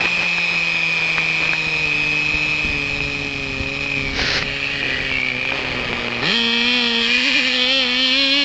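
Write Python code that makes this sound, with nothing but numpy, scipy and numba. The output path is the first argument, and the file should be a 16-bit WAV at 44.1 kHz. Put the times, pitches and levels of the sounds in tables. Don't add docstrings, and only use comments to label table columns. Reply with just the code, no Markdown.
import sys
import numpy as np
from scipy import signal
from scipy.fft import rfft, irfft
from scipy.io import wavfile
from scipy.ndimage import uniform_filter1d
from numba import njit

SR = 44100
rng = np.random.default_rng(int(sys.argv[2]) if len(sys.argv) > 2 else 0)


def to_wav(sig):
    pcm = np.clip(np.atleast_2d(sig), -1, 1) * 32767
    pcm = np.round(pcm).astype(np.int16)
    wavfile.write(sys.argv[1], SR, pcm.T)


N = 372204
T = np.arange(N) / SR

# t/s, turn rate/Hz
IDLE = [(0.0, 172.8), (0.05, 174.7), (1.83, 155.5), (1.88, 149.3), (2.61, 151.5), (2.78, 142.1),
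        (3.23, 141.5), (3.538, 132.9), (3.85, 141.4), (4.06, 135.2), (4.75, 140.5), (4.85, 131.2),
        (5.06, 133.7), (5.35, 125), (5.56, 136.6), (5.59, 131.2), (5.85, 121.9), (6.2, 118)]
# t/s, f/Hz
PIPE_NOTE = [(0.0, 2468), (1.21, 2400), (1.93, 2475), (3.95, 2437), (4.16, 2243), (4.71, 2476),
             (5.16, 2273), (5.55, 2416), (5.96, 2405)]
# t/s, ping level/dB, crack level/dB
POPS = [(1.492, -9, -10), (3.005, -10.5, -10), (3.66, -15, -15), (3.717, -14, -24), (3.790, -14, -19),
        (3.861, -15, -11), (3.890, -15, -24), (3.918, -13, -14), (3.94, -12, -14), (4.829, -13, -13),
        (5.003, -11, -19), (5.115, -13, -6.5), (5.184, -11, -11), (5.231, -9, -15), (5.452, -12, -6.5),
        (5.522, -11.5, -9), (5.649, -17, -7), (5.93, -16, -3), (6.083, -16, -5)]
# f/Hz, level/dB
KNOCK_EQ = [(100,-6.5),(400,-2.5),(900,-2.5),(1400,-4.5),(2000,-2),(3000,-5),(5000,-20),(8000,-40.5)]
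# start/s, end/s, ramp/s
ASIDE = [(4.2, 6.26, 0.24), (7.04, 7.58, 0.082)]
# start/s, end/s, ramp/s
DRIVING = [(7.58, 9.0, 0.19)]
# start/s, end/s, ramp/s
TIPPED, GROUNDED = [(5.12, 5.535, 0.024)], [(5.5, 6.34, 0.037)]


def engine(blip_db=12):
    hz, throttle = crankshaft()
    lean, spread_db, skip_db, turbulent = combustion(hz, throttle)
    times, strength, bangs, pumped, shakes = firings(hz, spread_db, skip_db, turbulent)
    gas = unit(fade(clicks(times, strength ** .8), decay_s=.008) * noise())
    crisp = ramp(6.38, .1) * (1 - during(ASIDE)) * (1 - during(DRIVING))
    burst = blend(silencer(bangs, .0025), silencer(bangs, .0015), crisp)
    blast = bounce(blend(burst, gas, turbulent))
    puff = exhaust_puff(pumped, hz, throttle)
    rattle = fade(shakes, decay_s=0.02) * noise()
    throat = silencer_throat(pumped, bangs, rattle, throttle)
    clatter = engine_clatter(clicks(times, strength ** .6), rattle, gas, turbulent, throttle)
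    body = puff + throat + clatter + shell_boom(blast, throttle) + shell_gap(blast) + chassis(rattle)
    bright = pipe_ping(bangs, gas, blast, throttle) + exhaust_rasp(blast, throttle, lean)
    overspeed = np.clip(hz / uniform_filter1d(hz, size=15001) - 1, -.08, .08)
    return body + undb(blip_db * throttle * overspeed) * bright


def crankshaft(open_s=6.278, held_hz=232.5, crawl_hz=248.4):
    # t/s, length/s, added turn rate/Hz
    blips = [(6.735, 0.21, 14.5), (7.19, .03, 7), (7.272, 0.055, 36), (7.371, 0.05, 51),
             (7.468, 0.038, 16.5), (7.55, .035, 10), (7.755, 0.154, 19.5), (7.87, .08, -6),
             (8.029, 0.12, 13.0), (8.21, 0.166, 28), (8.386, 0.17, 37.5)]
    opened = ramp(open_s, 0.14)
    idle = curves(IDLE)[0] * (1 + 0.00499 * walk(14))
    revs = held_hz + (crawl_hz - held_hz) * ramp(7.118, 0.12) + swells(blips)
    hz = (1 - opened) * idle + opened * revs * (1 + 0.00422 * walk(30))
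    flutter = (.0018 + .0022 * opened) * walk(110)
    throttle = ramp(open_s - 0.04, 0.046)
    return hz * (1 + flutter), throttle


def combustion(hz, throttle, rich_hz=238, clean_hz=269, stumble_db=.4, flooded_db=6):
    # spread of firings/dB, cut on every second firing/dB, turbulent share/0-1
    idle_burn = (1.4, 1.0, .76)
    rich_burn = (1.0, 8, .14)
    clean_burn = (.8, .8, .025)
    aside = during(ASIDE)
    lean = np.clip((hz - rich_hz) / (clean_hz - rich_hz), 0, 1) * (1 - aside)
    spread_db, skip_db, turbulent = (idle + throttle * (rich + lean * (clean - rich) - idle)
                                     for idle, rich, clean in zip(idle_burn, rich_burn, clean_burn))
    spread_db += stumble_db * during([(2.95, 4.15, .3)])
    skip_db += flooded_db * during(TIPPED)
    return lean, spread_db, skip_db, np.clip(turbulent + 0.14 * throttle * aside, 0, 1)


def firings(hz, spread_db, skip_db, turbulent, misfire_s=.013, misfire_db=-8):
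    turns = np.cumsum(hz) / SR
    turn = np.arange(1, int(turns[-1]))
    times = np.interp(turn, turns, T)
    i = (times * SR).astype(int)
    burn, slip, timing, pump, shake = rng.standard_normal((4096, 5))[:len(turn)].T
    luck = 2 * np.tanh((burn - .65 * np.roll(burn, 1)) / 2)
    weak = (turn + np.cumsum(slip > 1.8)) % 2
    misfire = sum((times > s - misfire_s) & (times < s + .003) for s, _, _ in POPS)
    strength = undb(spread_db[i] * luck - skip_db[i] * weak + misfire_db * misfire)
    jitter_s = (.000004 + .00008 * turbulent[i]) * timing
    bangs = clicks(times + jitter_s, strength)
    pumped = clicks(times, undb(0.9 * spread_db[i] * pump) * strength ** 0.18)
    return times, strength, bangs, pumped, clicks(times, undb(2 * shake))


def pipe_ping(bangs, gas, blast, throttle):
    # f/Hz, level/dB
    pipe_eq = [(1800,-7.5),(2110,-10),(2240,3.5),(2420,-0.5),(2580,3),(2680,-5),(2780,-8.5),(3300,-7)]
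    # t/s, length/s, level/dB
    dips = [(1.63, 0.22, -2.5), (4.15, 0.12, -4.5), (6.4, 0.086, -1), (6.92, 0.055, -3), (7.77, 0.088, -6),
            (8.04, 0.11, -2.5)]
    # idle/dB, then changes for throttle/dB, shielded/dB, aside/dB, driving/dB
    ping_mix = (-19.5, -4.5, -6.5, -8.5, 1.5)
    note = curves(PIPE_NOTE)[0]
    upper = ring(unit(bangs) + .06 * gas, note * 1.015, 155)
    lower = ring(blast, note * 1.012, 140)
    pipe = ring(upper + .4 * lower, note, 340)
    bark = ring(ring(blast, 2457, 430), 2485, 570)
    smear = np.maximum(during(ASIDE), throttle) * (1 - (1 - 0.43 * throttle) * flare_db() / 8)
    ping = steady(colour(blend(pipe, bark, np.maximum(smear, .06)), pipe_eq))
    dull_db = 0.05 * np.maximum(sag_hz(throttle), 0)
    return ping * undb(fader_db(ping_mix, throttle) + flare_db() + swells(dips) - dull_db)


def exhaust_rasp(blast, throttle, lean, on_pipe_db=3):
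    # f/Hz, level/dB
    idle_eq = [(1200,-48),(1950,-2),(2150,-12),(2780,0),(3120,-0.5),(3450,0.5),(3900,-2.5),(4200,-3),(4600,-12),(5050,-1.5),(5450,-10),(5900,-17.5),(7000,-17.5),(7800,-24.5),(8800,-71.5)]
    open_eq = [(1200,-31.5),(2100,-37),(2680,4),(2880,-2),(3170,9),(3420,7),(3850,-11.5),(4090,2.5),(4800,-13.5),(5600,-18),(6000,-50),(7200,-37),(8800,-56)]
    aside_eq = [(1200,-34),(2100,3.5),(2550,-1.5),(2850,2),(3200,-2),(3650,-3),(4200,-4),(4800,-10.5),(5450,-16),(6000,-26.5),(7000,-21.5),(8800,-49)]
    driving_eq = [(1200,-50.5),(2200,-17.5),(2720,-2),(3000,-1),(3320,1.5),(3550,4),(3780,-15),(3950,-10),(4150,-1.5),(4400,-10),(4700,-14),(5600,-23),(6000,-34),(7200,-38),(8800,-55)]
    # f/Hz, level/dB
    jet_eq = [(2500,-27),(4000,-11),(4600,-0.5),(5600,-3.5),(6000,-18),(7300,-15.5),(8800,-43)]
    # t/s, length/s, level/dB
    swings = [(5.39, .2, -2.5), (6.88, 0.11, 0.5), (7.0, .06, 0.5), (7.63, .04, 2), (7.685, 0.03, 1),
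              (7.93, 0.11, -0.5), (8.08, 0.09, 2)]
    # idle/dB, then changes for throttle/dB, shielded/dB, aside/dB, driving/dB
    rasp_mix = (-29, 9, -2.5, 1.5, 0)
    aside, driving = during(ASIDE), during(DRIVING)
    rasp = blend(colour(blast, idle_eq), colour(blast, open_eq), throttle)
    rasp = blend(rasp, colour(blast, aside_eq), aside)
    off_rocks = bounce(blast, lag_s=.0023, sway_s=.00006, sway_hz=7)
    rasp = steady(blend(rasp, colour(off_rocks, driving_eq), driving))
    jet = undb(-14 - 3 * driving) * throttle * unit(colour(noise(), jet_eq))
    level_db = fader_db(rasp_mix, throttle) + swells(swings) + on_pipe_db * lean
    off_beam_db = throttle * aside
    return (rasp + jet) * undb(level_db - off_beam_db - 0.07 * sag_hz(throttle))


def exhaust_puff(pumped, hz, throttle, sputter_db=0.5):
    # f/Hz, level/dB
    puff_eq = [(30,-48.5),(75,-34),(120,0),(165,7),(205,5.5),(255,6.5),(295,5),(350,0),(410,5),(470,2),(555,-0.5),(640,-18),(830,-18.5),(1500,-49)]
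    # idle/dB, then changes for throttle/dB, shielded/dB, aside/dB, driving/dB
    puff_mix = (-33, 8.5, -1, -3.5, -2.5)
    pulses = bounce(pumped - hz / SR, share=0.36, lag_s=0.0012, sway_s=0.00035)
    puff = steady(colour(pulses, puff_eq)) * undb(sputter_db * (2 - throttle) * walk(25))
    return puff * undb(fader_db(puff_mix, throttle) + 0.149 * sag_hz(throttle))


def engine_clatter(hits, rattle, gas, turbulent, throttle, grounded_db=5):
    # f/Hz, level/dB
    idle_eq = [(250,-10.5),(520,5.5),(700,3.5),(830,6),(980,-2),(1200,6.5),(1550,-3.5),(1850,6),(2100,8),(2500,-2),(4000,-59)]
    open_eq = [(300,-20.5),(560,-8),(690,-10.5),(830,5),(970,-3.5),(1250,-3),(1430,-1),(1560,-5),(1680,-1),(1800,3),(1950,0.5),(2150,-4.5),(4000,-66.5)]
    # idle/dB, then changes for throttle/dB, shielded/dB, aside/dB, driving/dB
    clatter_mix = (-33, 3.5, -2.5, -1.5, 0)
    works = blend(silencer(hits, .0025), rattle, .17 + .78 * turbulent) + 2 * turbulent * gas
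    bounced = bounce(works, share=.55, lag_s=.0016, sway_s=.00015)
    clatter = steady(blend(colour(works, idle_eq), colour(bounced, open_eq), throttle))
    return clatter * undb(fader_db(clatter_mix, throttle) + grounded_db * during(GROUNDED))


def silencer(x, spread_s, size=4096):
    chance = rng.standard_normal(size)
    lag = spread_s * np.abs(np.interp(np.arange(size // 2 + 1) / 24, np.arange(size), chance))
    return signal.fftconvolve(x, irfft(np.exp(-2j * np.pi * np.cumsum(lag) * SR / size)))[:N]


def silencer_throat(pumped, bangs, rattle, throttle, hz=945, width_hz=220, grounded_db=10):
    # idle/dB, then changes for throttle/dB, shielded/dB, aside/dB, driving/dB
    throat_mix = (-41, 6.5, -9.5, -9.5, -3.5)
    growl = blend(pumped + 2 * throttle * bangs, rattle, 0.23 * (1 - 0.99 * throttle))
    throat = steady(ring(ring(growl, hz, width_hz), hz, width_hz))
    lift_db = grounded_db * during(GROUNDED) * (1 - throttle)
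    return throat * undb(fader_db(throat_mix, throttle) + lift_db)


def exhaust_pops(ping_gain_db=39, crack_gain_db=19):
    s, ping_db, crack_db = np.transpose(POPS)
    note = curves(PIPE_NOTE)[0]
    ping = ring(ring(clicks(s, undb(ping_db)), note * 1.015, 130), note, 430)
    crack = colour(clicks(s, undb(crack_db)), KNOCK_EQ)
    return undb(ping_gain_db) * ping + undb(crack_gain_db) * crack


def shell_boom(blast, throttle):
    # t/s, length/s, level/dB
    hanging = [(4.92, 0.36, 10)]
    # idle/dB, then changes for throttle/dB, shielded/dB, aside/dB, driving/dB
    shell_mix = (-36.5, -8.5, -5.5, 4, -24)
    shell = steady(ring(ring(blast, 2018, 310), 1922, 290))
    duck_db = 0.78 * (1 - throttle) * flare_db()
    return shell * undb(fader_db(shell_mix, throttle) + swells(hanging) - duck_db)


def shell_gap(blast, width_hz=180):
    # t/s, f/Hz, level/dB
    gap_note = [(4.42, 2796, -52), (4.51, 2790, -35), (4.6, 2620, -33), (4.66, 2558, -24),
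                (4.74, 2800, -37), (4.94, 2845, -32), (5.03, 2770, -46), (5.15, 2640, -21.5),
                (5.25, 2760, -39), (5.34, 2900, -51), (5.55, 2800, -46), (5.62, 2640, -36),
                (5.7, 2800, -45)]
    hz, db = curves(gap_note)
    return steady(ring(ring(blast, hz, width_hz), hz, width_hz)) * undb(db) * during(ASIDE[:1])


def chassis(rattle, hz=398, width_hz=310, level_db=-33.5):
    skimming = [(4.81, 5.05, 0.037)]  # start/s, end/s, ramp/s
    drum = unit(ring(ring(rattle, hz, width_hz), hz, width_hz))
    return drum * undb(level_db) * during(GROUNDED + skimming)


def fader_db(mix, throttle):
    # start/s, end/s, ramp/s
    shielded = [(2.9, 4.15, 0.85)]
    idle, opened, hidden, turned, away = mix
    placement_db = hidden * during(shielded) + turned * during(ASIDE) + away * during(DRIVING)
    return idle + opened * throttle + placement_db


def flare_db(tipped_db=3):
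    # t/s, length/s, level/dB
    flares = [(2.3, 0.93, 0), (3.94, 0.15, 2), (4.65, 0.14, 3.5), (4.87, 0.1, 5.5), (5.22, 0.35, 4),
              (5.46, 0.14, 2), (6.3, 0.068, 3), (6.66, 0.25, 3.5), (7.14, 0.17, 14.5), (7.29, 0.13, 10),
              (7.372, 0.055, 9), (7.46, 0.2, 10.5), (7.63, 0.041, 1.5), (8.14, 0.063, 4), (8.33, 0.28, 2.5)]
    return swells(flares) + tipped_db * during(TIPPED)


def sag_hz(throttle, fresh_hz=152.4):
    return (1 - throttle) * (fresh_hz - curves(IDLE)[0])


def gravel():
    # f/Hz, level/dB
    grit_eq = [(80,-19),(200,-11),(450,0.5),(750,-8),(1150,-9),(1450,0),(1950,2.5),(2700,-2),(3400,-5),(4200,-0.5),(5200,-3.5),(6000,-13),(6600,-20.5),(8800,-46)]
    # t/s, level/dB
    drag = [(4.14, -35.5), (4.188, -26.5), (4.384, -24.5), (4.4, -33), (4.428, -33), (4.45, -56)]
    # t/s, length/s, level/dB
    crunches = [(0.007,0.17,-25.5),(0.218,0.1,-28),(0.534,0.068,-29),(0.997,0.11,-36.5),(1.166,0.35,-34),(1.447,0.13,-29)]
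    grains = noise() * undb(2.2 * walk(450))
    dragging = uniform_filter1d(((T > drag[0][0]) & (T < drag[-1][0])) * 1., size=900)
    scrape = unit(colour(grains, grit_eq)) * undb(curves(drag)[0] + 5.5) * dragging
    crunching = swells((s, length, undb(db + 1)) for s, length, db in crunches)
    return scrape + unit(colour(grains, KNOCK_EQ)) * crunching


def knocks(gain_db=13, ring_db=5, width_hz=600):
    # t/s, level/dB, f/Hz
    hits = [(0.055, -16, 1700), (0.383, -19.5, 1800), (0.745, -26.5, 930), (1.182, -18, 1260),
            (1.533, -17, 1640), (4.092, -26, 1190), (4.192, -19.5, 493), (4.425, -19, 2100),
            (5.519, -25, 600), (5.556, -30, 603), (6.231, -19.5, 1880)]
    s, db, hz = np.transpose(hits)
    burst = fade(clicks(s, undb(db)), decay_s=0.0026) * noise()
    note = undb(ring_db) * ring(burst, np.interp(T, s, hz), width_hz)
    return undb(gain_db) * colour(burst + note, KNOCK_EQ)


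def wind(lull_db=-47, buffet_db=3, thud_hz=62, thud_gain_db=46, air_db=-47):
    # f/Hz, level/dB
    rumble_eq = [(15,-14),(40,-5),(75,-8),(130,-12),(250,-13),(600,-41),(1500,-60)]
    air_eq = [(30,-55.5),(150,-37),(500,-3.5),(1500,-38),(5000,18.5),(9000,-12.5)]
    # t/s, length/s, rise/dB
    gusts = [(1.9, 1.2, 5.6), (2.7, 0.18, 3.5), (3.4, 2.06, 15), (4.25, 0.38, 7.73), (5.0, 0.73, 11.6),
             (5.85, 0.85, 11.9)]
    # t/s, level/dB
    bumps = [(1.665,-20),(2.34,-23),(2.645,-23),(2.695,-26),(3.596,-18.5),(3.967,-25),(4.22,-28),(5.0,-38)]
    s, db = np.transpose(bumps)
    hits = clicks(s, undb(db))
    push = undb(lull_db + swells(gusts) + buffet_db * walk(22)) + fade(hits, decay_s=0.0099)
    rumble = colour(noise() * push, rumble_eq) / np.std(colour(noise(), rumble_eq))
    thud = undb(thud_gain_db) * ring(ring(hits, thud_hz, 70), thud_hz, 140)
    return rumble + thud + undb(air_db) * unit(colour(noise(), air_eq))


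def bounce(x, share=0.3, lag_s=0.000695, sway_s=.00004, sway_hz=4):
    lag = lag_s + sway_s * walk(sway_hz)
    return unit(x + share * np.interp(T - lag, T, x))


def bank(x, wet_db=-20, t60_s=0.082, size=16384):
    t = np.arange(size) / SR
    echo = rng.standard_normal(size) * undb(-60 * t / t60_s) * (t > .006)
    return undb(wet_db) * signal.fftconvolve(x, echo / np.linalg.norm(echo))[:N]


def undb(db):
    return 10 ** (np.asarray(db) / 20)


def curves(rows):
    s, *columns = np.transpose(rows)
    return [np.interp(T, s, c) for c in columns]


def ramp(at_s, length_s):
    return np.clip((T - at_s) / length_s + .5, 0, 1)


def during(spells):
    return sum(ramp(start, length) - ramp(end, length) for start, end, length in spells)


def swells(rows):
    return sum(height * np.exp(-(2 * (T - s) / length) ** 2) for s, length, height in rows)


def unit(x):
    return x / np.sqrt(np.mean(x ** 2))


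def steady(x, size=6001):
    return x / np.sqrt(uniform_filter1d(x ** 2, size) + 1e-12)


def blend(a, b, share):
    share = np.clip(share, 0, 1)
    return np.sqrt(1 - share) * unit(a) + np.sqrt(share) * unit(b)


def noise():
    return rng.standard_normal(N)


def walk(rate_hz):
    return np.interp(T * rate_hz, np.arange(4096), rng.standard_normal(4096))


def clicks(times, sizes):
    at = np.clip(times * SR, 0, N - 2)
    i = at.astype(int)
    return np.bincount(i, sizes * (1 - at + i), N) + np.bincount(i + 1, sizes * (at - i), N)


def fade(x, decay_s):
    return signal.lfilter([1], [1, -np.exp(-1 / (decay_s * SR))], x)


def colour(x, points, size=4096):
    hz, db = np.transpose(points)
    f = np.maximum(np.arange(size // 2 + 1) * SR / size, 1)
    cepstrum = irfft(np.log(undb(np.interp(np.log(f), np.log(hz), db))))
    cepstrum[1:size // 2] *= 2
    cepstrum[size // 2 + 1:] = 0
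    return signal.fftconvolve(x, irfft(np.exp(rfft(cepstrum))))[:N]


def ring(x, hz, width_hz):
    return svf(x, hz * np.ones(N), float(width_hz))


@njit
def svf(x, hz, width):
    y, band, low = np.empty(len(x)), 0., 0.
    for i in range(len(x)):
        g, k = np.tan(np.pi * hz[i] / SR), width / hz[i]
        v = (band + g * (x[i] - low)) / (1 + g * (g + k))
        band, low, y[i] = 2 * v - band, low + 2 * g * v, k * v
    return y


def scene():
    near = engine() + exhaust_pops() + gravel() + knocks()
    return (near + bank(near) + wind())[None]


def record(dry):
    return signal.sosfilt(signal.ellip(10, .2, 80, 8700, fs=SR, output="sos"), dry)


dry = scene()
out = record(dry)
to_wav(out)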